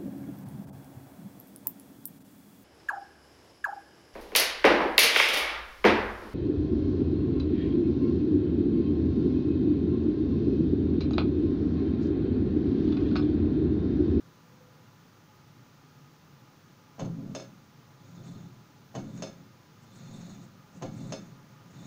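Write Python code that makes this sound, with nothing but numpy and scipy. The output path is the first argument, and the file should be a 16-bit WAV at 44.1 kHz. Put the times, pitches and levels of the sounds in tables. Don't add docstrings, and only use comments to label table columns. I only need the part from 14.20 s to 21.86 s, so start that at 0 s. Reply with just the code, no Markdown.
import sys
import numpy as np
from scipy import signal
from scipy.fft import rfft, irfft, next_fast_len
from scipy.io import wavfile
from scipy.ndimage import uniform_filter1d

SR = 44100
rng = np.random.default_rng(int(sys.argv[2]) if len(sys.argv) > 2 else 0)


def wav_out(sig):
    wavfile.write(sys.argv[1], SR, np.round(np.clip(np.atleast_2d(sig).T, -1, 1) * 32767).astype(np.int16))


N = 337806
TIME = np.arange(N) / SR

# f/Hz, width/Hz, boost/dB
FRAME_MODES = [(128, 25, -1), (165, 20, 7.5), (207, 24, 5.5), (274.3, 16.6, 12), (348.6, 20, 4.5),
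               (412.5, 29, 3.5), (525.5, 18, 9.5), (547.4, 9.3, 0), (638, 65, -3.5), (673, 32, -7),
               (771, 5.5, 5)]
# start/s, top speed/0-1, rumble level/dB
SWINGS = [(2.79, 0.56, -52.5), (3.59, 0.76, -46), (4.54, 0.68, -50.5), (5.48, 0.93, -45.5),
          (6.48, 0.78, -47.2), (7.34, 0.99, -43)]


def from_db(db):
    return 10 ** (np.asarray(db) / 20)


def rms_one(x):
    return x / np.sqrt(np.mean(x ** 2) + 1e-20)


def steadied(x, samples):
    return x / np.sqrt(uniform_filter1d(x ** 2, size=samples) + 1e-20)


def at_hz(points, hz):
    points = np.array(points)
    return np.interp(np.log(np.maximum(hz, 1)), np.log(points[:, 0]), points[:, 1])


def coloured(x, colour):
    size = 2 * next_fast_len(N // 2 + SR // 4)
    gains = from_db(at_hz(colour, np.arange(size // 2 + 1) * SR / size))
    cepstrum = irfft(np.log(gains))
    cepstrum[1:size // 2] *= 2
    cepstrum[size // 2 + 1:] = 0
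    return irfft(rfft(x, size) * np.exp(rfft(cepstrum)))[:N]


def resonate(x, modes):
    out = x.copy()
    for hz, width, boost_db in modes:
        r = np.exp(-np.pi * width / SR)
        feedback = [1, -2 * r * np.cos(2 * np.pi * hz / SR), r * r]
        out += from_db(boost_db) * (1 - r * r) / 2 * signal.lfilter([1, 0, -1], feedback, x + 1e-18)
    return out


def outdoor_air():
    air_modes = [(526.5, 7.6, -1), (851.4, 20, 9), (1002, 18.4, 6), (1000, 15, -7), (1178, 15, 7.5),
                 (1240.5, 18, 10), (1380, 47, 2)]
    colour = [(15, -27), (45, -18.5), (70, -19.5), (100, -2.5), (145, 2.5), (200, -6), (270, -7),
              (330, -11.5), (450, -14.5), (700, -19.5), (1250, -20.5), (1700, -22), (2600, -28.5),
              (6000, -43)]
    loudness = [(0, -56), (5.8, -57), (7.66, -54.5)]
    times, level_db = np.transpose(loudness)
    noise = rms_one(coloured(resonate(rng.standard_normal(N), air_modes), colour))
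    return from_db(np.interp(TIME, times, level_db)) * noise


def distant_hum(hz=500):
    loudness = [(0.1, -86), (0.3, -67), (0.58, -64.5), (0.75, -96)]
    times, level_db = np.transpose(loudness)
    tone = steadied(resonate(rng.standard_normal(N), [(hz, 6, 60)]), samples=9000)
    return from_db(np.interp(TIME, times, level_db, left=-120, right=-120)) * tone


def belfry(direct_db, early_db, early_fade_s):
    fade_times = [(100, 0.85), (300, 0.4), (600, 0.072), (1200, 0.45), (3000, 0.23), (6400, 0.23),
                  (10000, 0.29)]
    t = TIME[:SR // 2]
    hz = np.arange(len(t) // 2 + 1) * SR / len(t)
    noise_spectrum = rfft(rng.standard_normal(len(t)))
    centres_hz = np.geomspace(100, 12800, 8)
    early = from_db(early_db - 60 * t / early_fade_s)
    echoes = 0
    for centre, share in zip(centres_hz, np.eye(len(centres_hz))):
        band = irfft(noise_spectrum * at_hz(np.c_[centres_hz, share], hz), len(t))
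        tail = from_db(-60 * t / at_hz(fade_times, centre))
        echoes = echoes + band * (tail + early)
    response = rms_one(echoes) / np.sqrt(len(t))
    response[0] += from_db(direct_db)
    paths = rfft(response, 2 * len(t))
    even = paths / np.sqrt(uniform_filter1d(np.abs(paths) ** 2, size=36))
    return irfft(even)[:len(t)]


def heard_in(room, x):
    return signal.fftconvolve(x, room)[:N]


def swing(lag_s=0, last_swing_s=0.85):
    starts, top_speed, rumble_db = np.transpose(SWINGS)
    turns = np.append(starts, starts[-1] + last_swing_s)
    phase = np.interp(TIME - lag_s, turns, np.arange(len(turns)))
    which = np.minimum(phase.astype(int), len(starts) - 1)
    return np.abs(np.sin(np.pi * phase)), top_speed[which], rumble_db[which]


def slips(per_s, spread_db):
    sizes = from_db(spread_db * np.minimum(rng.exponential(1, N), 4)) * rng.choice([-1, 1], N)
    return sizes * (rng.random(N) < per_s / SR)


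def rough_spots(spot_s=0.02, uneven_db=2):
    spots = rng.standard_normal(2000)
    return from_db(uneven_db * np.interp(TIME / spot_s, np.arange(len(spots)), spots))


def sliding_strengths(load):
    scrapes = [(4.07, 0.017, -60.5, -67), (4.912, .012, -70, -77), (4.978, 0.028, -57, -73),
               (5.633, 0.023, -68, -76), (5.76, 0.033, -66, -70), (6.244, .02, -63, -75),
               (6.566, 0.051, -63, -75), (6.777, 0.022, -67, -67), (7.31, .04, -72, -91),
               (7.523, 0.029, -70, -74)]
    rub_db, squeak_db, scuff_db = -57, -60, -67.5
    share, top_speed, _ = swing()
    speed = share * top_speed
    rub = speed ** 3 * from_db(rub_db + 6 * load)
    squeak = speed ** 3.45 * from_db(squeak_db + 4 * load)
    scuff = speed ** 5.1 * from_db(scuff_db + 9 * load)
    times, half_s, dry_rub_db, dry_scuff_db = np.transpose(scrapes)
    bumps = np.exp(-np.minimum(((TIME[:, None] - times) / half_s) ** 2, 20))
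    dry_rub, dry_scuff = bumps @ from_db(dry_rub_db), bumps @ from_db(dry_scuff_db)
    return np.hypot(rub, dry_rub), squeak, np.hypot(scuff, dry_scuff)


def rubbing(room, load):
    squeak_modes = [(3566, 100, 11.5), (3900, 65, 9), (4280, 33, 15.5)]
    # f/Hz, level/dB
    rub_colour = [(300, -13), (520, 3.5), (780, 6.5), (1100, -0.5), (1500, 0.5), (2600, -1), (3500, -14),
                  (5200, -4), (6200, 1), (6750, 8.5), (7500, -15), (10000, -37)]
    squeak_colour = [(2500, -45), (3300, -19), (3550, 5.5), (4300, 2.5), (4700, -3), (6000, -33)]
    scuff_colour = [(5000, -49), (6800, -8), (7500, 2), (8600, -8), (10000, -11.5), (11000, -22),
                    (14000, -42)]
    rough = rough_spots()
    rub = coloured(resonate(rough * slips(per_s=700, spread_db=5), FRAME_MODES), rub_colour)
    squeak = coloured(resonate(rough * slips(per_s=440, spread_db=1), squeak_modes), squeak_colour)
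    scuff = coloured(rough * slips(per_s=930, spread_db=5.5), scuff_colour)
    layers = zip(sliding_strengths(load), (rub, squeak, scuff))
    return sum(strength * rms_one(heard_in(room, sound)) for strength, sound in layers)


def rumble(room, colour):
    shake = resonate(slips(per_s=900, spread_db=3), FRAME_MODES)
    return steadied(heard_in(room, coloured(shake, colour)), samples=2600)


def coasting_rumble(room):
    colour = [(12, -11), (30, -16), (52, -26), (75, -28), (100, -4), (150, -0.5), (210, -5.5), (290, -16),
              (360, -14.5), (460, -29), (650, -25), (1000, -40), (4000, -58)]
    share, _, rumble_db = swing(lag_s=0.03)
    lingering = 0.15 * (TIME > SWINGS[0][0])
    return from_db(rumble_db) * (share ** 3.2 + lingering) * rumble(room, colour)


def pulling_rumble(room, strength):
    colour = [(12, -3), (30, -20), (52, -43), (75, -10.5), (100, -4.5), (150, 2), (215, -2), (290, -7.5),
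              (360, -16.5), (460, -19.5), (650, -24.5), (1000, -29.5), (4000, -66)]
    return strength * rumble(room, colour)


def blows(contacts, modes, colour):
    steel_modes = [(1310, 230, 0.5), (1664, 31, 4.5), (2234, 35, 7.5), (3550, 79, 7), (4270, 130, 3.5),
                   (6320, 37, 10.5), (6410, 110, 9), (6670, 27, 6)]
    force = np.zeros(N)
    for s, strength_db, hardness_hz in contacts:
        r = np.exp(-2 * np.pi * hardness_hz / SR)
        push = (1 - r) * r ** np.arange(SR // 100)
        start = round(s * SR)
        force[start:start + len(push)] += from_db(strength_db) * push
    ringing = resonate(resonate(force, modes), steel_modes)
    return coloured(resonate(ringing, FRAME_MODES), colour)


def yoke_thuds():
    contacts = [(4.089, 6, 200), (4.24, 0, 200), (6.187, 1, 200), (6.55, 2, 300), (7.558, -13, 200)]
    colour = [(25, -22), (55, -26), (110, -1.5), (170, 3), (300, -10), (600, -19), (2000, -37)]
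    return blows(contacts, [], colour)


def catch_clunks(strokes):
    touches = [(-.009, -6.5, 900), (-.0027, -9.5, 7000), (0, 1.5, 7900), (.0064, 1, 3000), (.015, -3, 1800),
               (.037, -7.5, 9000)]
    modes = [(747, 18, -14), (830, 23, -11), (900, 19, -21), (1040, 70, 12.5), (1460, 30, -15),
             (1860, 29, -1), (2700, 67, 7.5), (2992, 45, 13)]
    colour = [(25, -28), (60, -13), (120, 1.5), (200, 1.5), (420, -3.5), (750, -2), (1050, -20),
              (1500, -17.5), (3000, -22.5), (5300, -19), (6500, -17), (7500, -25), (10000, -44),
              (14000, -42)]
    contacts = []
    for catch_s, catch_db, slowness, *_ in strokes:
        contacts += [(catch_s + slowness * s, catch_db + db, hz) for s, db, hz in touches]
    return blows(contacts, modes, colour)


def release_clacks(strokes):
    touches = [(0, 3, 12000), (.0143, -4, 3800)]
    modes = [(552, 30, -9.5), (618, 43, 4), (2530, 11, 11), (2696, 75, 14.5), (3020, 100, 10),
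             (3560, 130, -1.5), (5175, 58, 11.5), (5350, 59, 3), (6470, 14, -1)]
    colour = [(25, -15), (60, -27), (110, -9), (200, -6), (400, -2.5), (620, -2.5), (900, -8),
              (1400, -13.5), (3000, -21), (5300, -12), (6500, -12), (7400, -21.5), (10000, -32.5),
              (14000, -60)]
    delay_s, gap_s, loss_db, hardness_hz = 0.049, 0.022, 6.5, 7450
    contacts = []
    for *_, release_s, release_db, rattle_db in strokes:
        contacts += [(release_s + s, release_db + db, hz) for s, db, hz in touches]
        for k in range(3):
            contacts.append((release_s + delay_s + k * gap_s, rattle_db - k * loss_db, hardness_hz))
    return blows(contacts, modes, colour)


def drive():
    # catch t/s, catch level/dB, catch slowness/factor, change in the pull
    # at its first jerk/dB, pull level/dB, release t/s, release level/dB, rattle level/dB
    strokes = [(2.7957, 1, 1.45, 8, -40, 3.150, -.5, -6), (4.752, 1, 1.0, -1, -42, 5.023, 0, -11),
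               (6.623, 1, .9, -4.5, -40, 6.923, 0.5, -30)]
    delay_s, rise_s, jerk_s, fall_s = 0.0042, 0.0216, 0.16, 0.015
    pull, load = 0, 0
    for catch_s, _, _, jerk_db, pull_db, release_s, _, _ in strokes:
        start = catch_s + delay_s
        grip = np.interp(TIME, [start, start + rise_s, release_s, release_s + fall_s], [0, 1, 1, 0])
        jerk = np.exp(-((TIME - catch_s) / jerk_s) ** 2)
        pull = pull + grip * from_db(pull_db + jerk_db * jerk)
        load = load + grip
    return catch_clunks(strokes) + release_clacks(strokes), pull, load


def scene():
    room = belfry(direct_db=-9, early_db=5, early_fade_s=0.083)
    drive_knocks, pull_strength, load = drive()
    knocks = heard_in(room, drive_knocks + yoke_thuds())
    rumbles = pulling_rumble(room, pull_strength) + coasting_rumble(room)
    return (knocks + rumbles + rubbing(room, load) + outdoor_air() + distant_hum())[None]


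def record(dry):
    hiss_colour = [(200, 0.5), (2500, 1.5), (6500, 1), (8000, -13.5), (13800, -18), (14800, 1),
                   (15600, -5.5)]
    whine_hz, cutoff_hz = 12898, 15600
    hiss = from_db(-65.5) * rms_one(coloured(rng.standard_normal(N), hiss_colour))
    whine = from_db(-95) * np.sin(2 * np.pi * whine_hz * TIME)
    treble_cut = signal.ellip(12, .1, 80, cutoff_hz, fs=SR, output="sos")
    return signal.sosfilt(treble_cut, dry + hiss + whine)


dry = scene()
out = record(dry)
wav_out(out)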